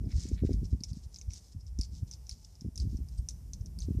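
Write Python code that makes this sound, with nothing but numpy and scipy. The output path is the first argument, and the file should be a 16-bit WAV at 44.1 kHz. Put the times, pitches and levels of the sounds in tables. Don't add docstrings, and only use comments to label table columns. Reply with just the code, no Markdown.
import sys
import numpy as np
from scipy import signal
from scipy.fft import rfft, irfft
from scipy.io import wavfile
from scipy.ndimage import uniform_filter1d

SR = 44100
rng = np.random.default_rng(int(sys.argv[2]) if len(sys.argv) > 2 else 0)


def waveform_to_disk(signal):
    frames = np.transpose(np.atleast_2d(signal))
    scaled = np.clip(frames, -1, 1) * 32767
    samples = np.round(scaled).astype(np.int16)
    wavfile.write(sys.argv[1], SR, samples)


N = 4 * SR

# time in seconds, peak in dB, mouth resonance in Hz, snap trim in dB.
MOUTH_CLICKS = [(0.1186, -42, 5360, -28), (0.2887, -40, 6840, -9), (0.5323, -41.5, 5130, -9),
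                (0.656, -43.5, 5690, -26), (0.8068, -44.5, 4830, -12), (0.837, -25.5, 5520, -19),
                (0.9329, -43, 5050, -8), (1.1442, -38, 5670, -27), (1.161, -36, 5420, -32),
                (1.187, -39.5, 6600, -25), (1.2139, -37.5, 5940, -22), (1.306, -42.5, 5750, -29),
                (1.3185, -48, 5700, -24), (1.3357, -35, 5940, -7), (1.3596, -44, 5850, -21),
                (1.667, -48.5, 5540, -28), (1.7892, -33, 5800, -14), (1.8128, -27, 5260, -11),
                (1.834, -35, 5000, -35), (2.1128, -34, 5950, -17), (2.1285, -42, 5360, -26),
                (2.137, -36.5, 5430, -27), (2.2691, -45, 5840.0, -23), (2.2941, -29.5, 5630, -7.5),
                (2.3129, -34, 4580, -37), (2.4476, -43.5, 5450, -12), (2.554, -49, 5400, -15),
                (2.61, -39.5, 5440, -29), (2.7581, -36.5, 6060, -12.5), (2.7776, -30.5, 5350, -9),
                (2.801, -32, 4960, -28), (2.971, -45, 5800, -17), (3.087, -46.5, 5280, -4.5),
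                (3.2881, -25.5, 5940, -11.5), (3.308, -39, 5750, -30), (3.5348, -32, 6100, -17),
                (3.6113, -50.5, 5770, -9), (3.6605, -40.5, 5840, -13.5), (3.7888, -37, 4970, -1.5),
                (3.8046, -35.5, 6260, -31), (3.8211, -39, 4400, -22)]
# time in seconds, peak in dB.
JAW_POPS = [(.838, -55), (1.162, -60.5), (1.214, -54.5), (1.307, -54), (1.337, -59.5), (2.296, -54.5)]
# centre and half length in seconds, level in dB, pitch in Hz.
TONGUE_SQUEAKS = [(0.059, .007, -67, 5180), (1.612, 0.01, -65, 5350), (3.186, 0.0053, -64, 4900),
                  (3.187, 0.007, -63, 8540)]
# centre and half length in seconds, relative level in dB.
RUSTLES = [(0.105, 0.013, -63), (.205, 0.042, -50.5), (0.265, 0.031, -55), (.34, 0.014, -58.5),
           (.462, .011, -57.5), (0.513, .025, -63.5), (.535, 0.013, -60.5), (0.649, 0.0083, -58.5),
           (0.722, 0.018, -65.5), (0.896, 0.015, -57.5), (0.972, 0.02, -61.5), (1.037, 0.013, -62.5),
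           (1.149, 0.024, -65), (1.325, 0.016, -55.5), (1.372, 0.016, -51.5), (1.455, 0.038, -64.5),
           (1.526, 0.0087, -62), (1.61, 0.0043, -65), (1.679, 0.0082, -63.5), (1.847, 0.01, -55.5),
           (1.962, 0.029, -59.5), (2.085, 0.0078, -59.5), (2.132, 0.018, -61.5), (2.325, 0.012, -57),
           (2.41, 0.14, -68), (2.45, 0.0045, -58), (2.812, 0.022, -58), (2.929, 0.031, -64.5),
           (3.135, 0.023, -68), (3.182, 0.012, -64), (3.831, 0.016, -55)]
CLAW_SCRAPES = [(.089, 0.0019, -57), (.118, 0.012, -59.5), (.24, 0.086, -67), (.393, 0.013, -57.5),
                (.463, 0.0098, -60.5), (.52, 0.022, -65.5), (.731, 0.002, -66), (1.345, 0.021, -72)]
# time in seconds, relative level in dB, pitch in Hz.
HAND_BUMPS = [(0.012, -31.5, 89), (0.073, -26, 125), (0.141, -26, 72.4), (0.161, -20.5, 65),
              (0.185, -26, 90), (0.335, -21.5, 72.5), (0.426, -19.5, 109), (0.452, -21.5, 102),
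              (0.476, -27, 58.4), (0.513, -22, 83), (0.542, -25, 78), (0.621, -26.5, 124), (0.654, -29, 96),
              (0.735, -19, 83.6), (0.755, -34, 71.6), (1.288, -26, 72), (1.567, -31.5, 87),
              (1.802, -23, 64.5), (2.032, -23.5, 92.5), (2.651, -30, 118), (2.682, -29, 80),
              (2.806, -29.5, 75), (2.828, -26, 70), (2.851, -26, 74), (2.874, -23, 93), (2.955, -23.5, 65),
              (3.017, -30, 74.5), (3.196, -23.5, 64.6), (3.615, -26.5, 79.4), (3.849, -36.5, 76.4),
              (3.888, -26.5, 96), (3.91, -25.5, 119), (3.951, -39, 115), (3.976, -23.5, 100),
              (.919, -29, 105), (1.067, -33.5, 76), (2.326, -36, 68)]
CASE_KNOCKS = [(0.016, -36, 207), (0.042, -41, 270), (0.063, -34.5, 226), (0.091, -38.5, 220),
               (0.256, -33.5, 256), (0.317, -29.5, 264), (0.346, -39, 196), (0.424, -25.5, 194),
               (0.437, -23, 308), (0.45, -23, 267), (0.494, -27, 334), (0.509, -26.5, 276),
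               (0.518, -31, 253), (0.544, -31.5, 220), (0.619, -43, 245), (0.632, -31.5, 232),
               (0.731, -31, 230), (0.748, -32, 200), (0.812, -38.5, 201), (1.551, -42, 162),
               (1.792, -31, 220), (2.032, -42, 220), (2.649, -38, 296), (2.663, -30.5, 199),
               (2.688, -37, 218), (2.854, -38.5, 233), (2.875, -36.5, 192), (2.932, -35, 205),
               (2.947, -33, 218), (2.99, -37.5, 208), (3.005, -41.5, 227), (3.887, -28.5, 262),
               (3.907, -29.5, 239), (3.917, -35, 237), (3.951, -31, 213), (3.989, -35.5, 274),
               (.935, -38, 172), (.972, -34, 168), (2.622, -39, 182)]
# frequency in Hz, Q, gain in dB.
CASE_MODES = [(251.6, 8.1, -8.5), (390, 12, -9.5), (780, 8.1, 3.5)]
# time in seconds, deep band gain in dB, upper band gain in dB.
RUMBLE_FADERS = [(0.04, -46, -49.5), (0.32, -47.5, -55.5), (0.57, -41.5, -49), (1.14, -61.5, -72),
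                 (1.33, -55, -65.5), (1.52, -66.5, -76.5), (1.56, -55, -62), (1.74, -51.5, -76),
                 (1.94, -49.5, -61.5), (2.24, -57.5, -71), (2.38, -61, -70), (2.55, -59.5, -84),
                 (2.74, -57.5, -65.5), (2.82, -41.5, -52.5), (3.03, -47, -60.5), (3.16, -47, -63.5),
                 (3.4, -51, -62.5), (3.71, -50, -58.5), (3.95, -39.5, -68)]
# time in seconds, gain in dB.
HISS_FADER = [(0, -79.5), (1.1, -80.5), (1.45, -77), (1.6, -83), (1.77, -84), (1.85, -77.5), (2.15, -75.5),
              (2.68, -80), (2.82, -74.5), (4, -74.5)]
HUM_FADER = [(1.6, -96), (2, -84.5), (4, -90)]
HUM_HZ = [432, 652, 863]
# frequency in Hz, gain in dB.
SNAP_EQ = [(3000, -13), (7200, -14), (8300, 7.5), (9400, 7), (10500, 4), (12000, -8), (14000, -17)]
SMACK_EQ = [(600, -42), (1200, -28), (1900, -22), (2450, -7), (2900, -16.5), (3700, 0), (5400, 2.5),
            (6800, 4), (7600, -0.5), (14000, -23.5)]
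RUSTLE_EQ = [(600, -53), (1100, -20), (2300, -19), (2900, -12.5), (3900, -4), (5400, 5.5), (7000, -1),
             (8500, -7), (11000, -24), (14000, -30)]
SCRAPE_EQ = [(700, -8), (1200, -5), (1800, 4.5), (2400, 5.5), (2900, -3.5), (4000, 5), (8000, -42)]
DEEP_RUMBLE_EQ = [(20, -57), (32, -21.5), (52, 3), (75, -4.5), (115, -12), (180, -21.5), (300, -67)]
UPPER_RUMBLE_EQ = [(90, -60), (160, 6), (250, -6.5), (380, -16.5), (520, -27), (750, -36), (1200, -90)]
AIR_EQ = [(100, 13.5), (400, 10), (800, 5.5), (1400, -3.5), (3000, -5), (4200, -5.5), (5400, 5.5),
          (6500, 1), (8000, -0.5), (11000, -3.5), (14000, -11)]
HISS_EQ = [(1000, -2), (5000, -15), (8500, 9.5), (10500, 4.5), (13000, 12)]
SIDE_EQ = [(2000, -47), (3500, -38), (5000, -25.5), (7000, -7), (10000, -3.5), (14000, -7)]

MOUTH_RING_S, JAW_RING_S, JAW_HZ = 0.00023, 0.000291, 2545


def mouth_clicks():
    out = np.zeros(N)
    for s, db, hz, _ in MOUTH_CLICKS:
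        decay_s = MOUTH_RING_S * np.exp(.15 * rng.standard_normal())
        add(out, s - 4 * decay_s, undb(db) * ring(hz, decay_s))
        for delay_s, detune in zip(rng.exponential(.005, size=3), rng.uniform(-1.12, 1, size=3)):
            after_tick = ring(hz * np.exp(.16 * detune), .66 * decay_s)
            add(out, s + delay_s, undb(db - 15) * after_tick)
    for s, db in JAW_POPS:
        add(out, s - 4 * JAW_RING_S, undb(db) * ring(JAW_HZ, JAW_RING_S))
    return out


def ring(hz, decay_s, fall_per_s=110):
    t = np.arange(400) / SR
    pitch = hz * np.exp(-fall_per_s * rng.uniform(.5, 1.5) * (t - 4 * decay_s))
    envelope = (t / decay_s / 4) ** 4 * np.exp(4 - t / decay_s)
    return envelope * np.sin(2 * np.pi * (np.cumsum(pitch) / SR + rng.random()))


def wet_smacks():
    snap = bursts([(s, db + trim) for s, db, _, trim in MOUTH_CLICKS], SNAP_EQ, decay_s=.0027)
    smack = bursts([(s, db) for s, db, _, _ in MOUTH_CLICKS], SMACK_EQ, decay_s=.008)
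    return undb(-8) * snap + undb(-20) * smack


def tongue_squeaks(width_hz=550):
    out, t = np.zeros(N), np.arange(N) / SR
    rasp = wander(2 * width_hz) + 1j * wander(2 * width_hz)
    for s, half_s, db, hz in TONGUE_SQUEAKS:
        swell = undb(db) * np.exp(-.5 * ((t - s) / half_s) ** 2)
        out += swell * (rasp * np.exp(2j * np.pi * hz * t)).real
    return out


def rustle():
    return undb(-1.5) * grains(RUSTLES, RUSTLE_EQ, per_s=2500)


def claw_scrapes():
    return undb(-4) * grains(CLAW_SCRAPES, SCRAPE_EQ, per_s=600)


def underbody(x, echoes_per_s=3500, near_t60_s=.042, tail_t60_s=.31):
    t = np.arange(SR // 2) / SR
    echoes = rng.standard_normal(len(t)) * (rng.random(len(t)) < echoes_per_s / SR)
    near = echoes * (t > .0008) * undb(-60 * t / near_t60_s)
    tail = rng.standard_normal(len(t)) * (t > .004) * undb(-60 * t / tail_t60_s)
    response = (undb(-8) * unit(near) + undb(-16.5) * unit(tail)) / np.sqrt(len(t))
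    return signal.fftconvolve(x, response)[:N]


def hand_rumble():
    deep = noise(DEEP_RUMBLE_EQ) * fader(RUMBLE_FADERS, column=1) * undb(7.5)
    upper = noise(UPPER_RUMBLE_EQ) * fader(RUMBLE_FADERS, column=2) * undb(2 + 2.5 * wander(40))
    return deep + upper


def hand_bumps():
    knocks = thuds(CASE_KNOCKS, width_octaves=.51)
    case = sum(undb(db) * signal.lfilter(*signal.iirpeak(hz, q, fs=SR), knocks)
               for hz, q, db in CASE_MODES)
    return undb(1) * (thuds(HAND_BUMPS, width_octaves=.55) + knocks + case)


def night_air():
    air = undb(-70 + wander(7.3)) * noise(AIR_EQ)
    hiss = undb(1.5) * fader(HISS_FADER) * noise(HISS_EQ)
    return air + hiss


def distant_hum():
    t = np.arange(N) / SR
    return fader(HUM_FADER) * sum(wander(20) * np.sin(2 * np.pi * hz * t) for hz in HUM_HZ)


def bursts(hits, eq, decay_s):
    envelope, fade = np.zeros(N), np.exp(-np.arange(SR // 10) / SR / decay_s)
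    for s, db in hits:
        add(envelope, s - 2 * MOUTH_RING_S, undb(db) * fade)
    white = rng.standard_normal(N)
    return equalise(envelope * white, eq) / np.std(equalise(white, eq))


def grains(swells, eq, per_s, spread_db=3.5):
    t = np.arange(N) / SR
    power = sum(undb(db) ** 2 * np.exp(-((t - s) / half_s) ** 2) for s, half_s, db in swells)
    ticks = (rng.random(N) < per_s / SR) * rng.choice([-1, 1], N)
    accents = undb(spread_db * rng.exponential(size=N).clip(0, 4))
    return np.sqrt(power) * unit(equalise(ticks * accents, eq))


def thuds(hits, width_octaves, size=8192):
    out, f = np.zeros(N), np.maximum(np.fft.rfftfreq(size, 1 / SR), 1)
    for s, db, hz in hits:
        spectrum = np.exp(-.5 * (np.log2(f / hz) / width_octaves) ** 2) / f
        pulse = signal.hilbert(np.fft.fftshift(irfft(spectrum)))
        random_phase = np.exp(2j * np.pi * rng.random())
        thud = (pulse / abs(pulse).max() * random_phase).real
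        start_s = s - size / 2 / SR
        add(out, start_s, undb(db) * thud[max(int(-start_s * SR), 0):])
    return out


def undb(db):
    return 10 ** (np.asarray(db) / 20)


def unit(x):
    return x / np.sqrt(np.mean(x ** 2))


def equalise(x, eq):
    hz, db = np.array(eq, float).T
    f = np.maximum(np.fft.rfftfreq(len(x), 1 / SR), 1)
    return irfft(rfft(x) * undb(np.interp(np.log(f), np.log(hz), db)), len(x))


def noise(eq):
    return unit(equalise(rng.standard_normal(N), eq))


def fader(rows, column=1):
    rows = np.array(rows, float)
    return undb(np.interp(np.arange(N) / SR, rows[:, 0], rows[:, column]))


def wander(per_s):
    hold = int(SR / per_s)
    steps = np.repeat(rng.standard_normal(N // hold + 1), hold)
    return unit(uniform_filter1d(uniform_filter1d(steps, hold), hold)[:N])


def add(out, start_s, x):
    i = max(int(start_s * SR), 0)
    out[i:i + len(x)] += x[:max(N - i, 0)]


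def scene():
    hedgehog = mouth_clicks() + wet_smacks() + tongue_squeaks() + rustle() + claw_scrapes()
    mid = hedgehog + underbody(hedgehog) + night_air() + distant_hum() + hand_rumble() + hand_bumps()
    side = equalise(underbody(hedgehog) + night_air(), SIDE_EQ)
    return np.array([mid + side, mid - side])


def record(dry, top_hz=14200):
    return signal.sosfilt(signal.ellip(10, .2, 70, top_hz, fs=SR, output="sos"), dry)


dry = scene()
out = record(dry)
waveform_to_disk(out)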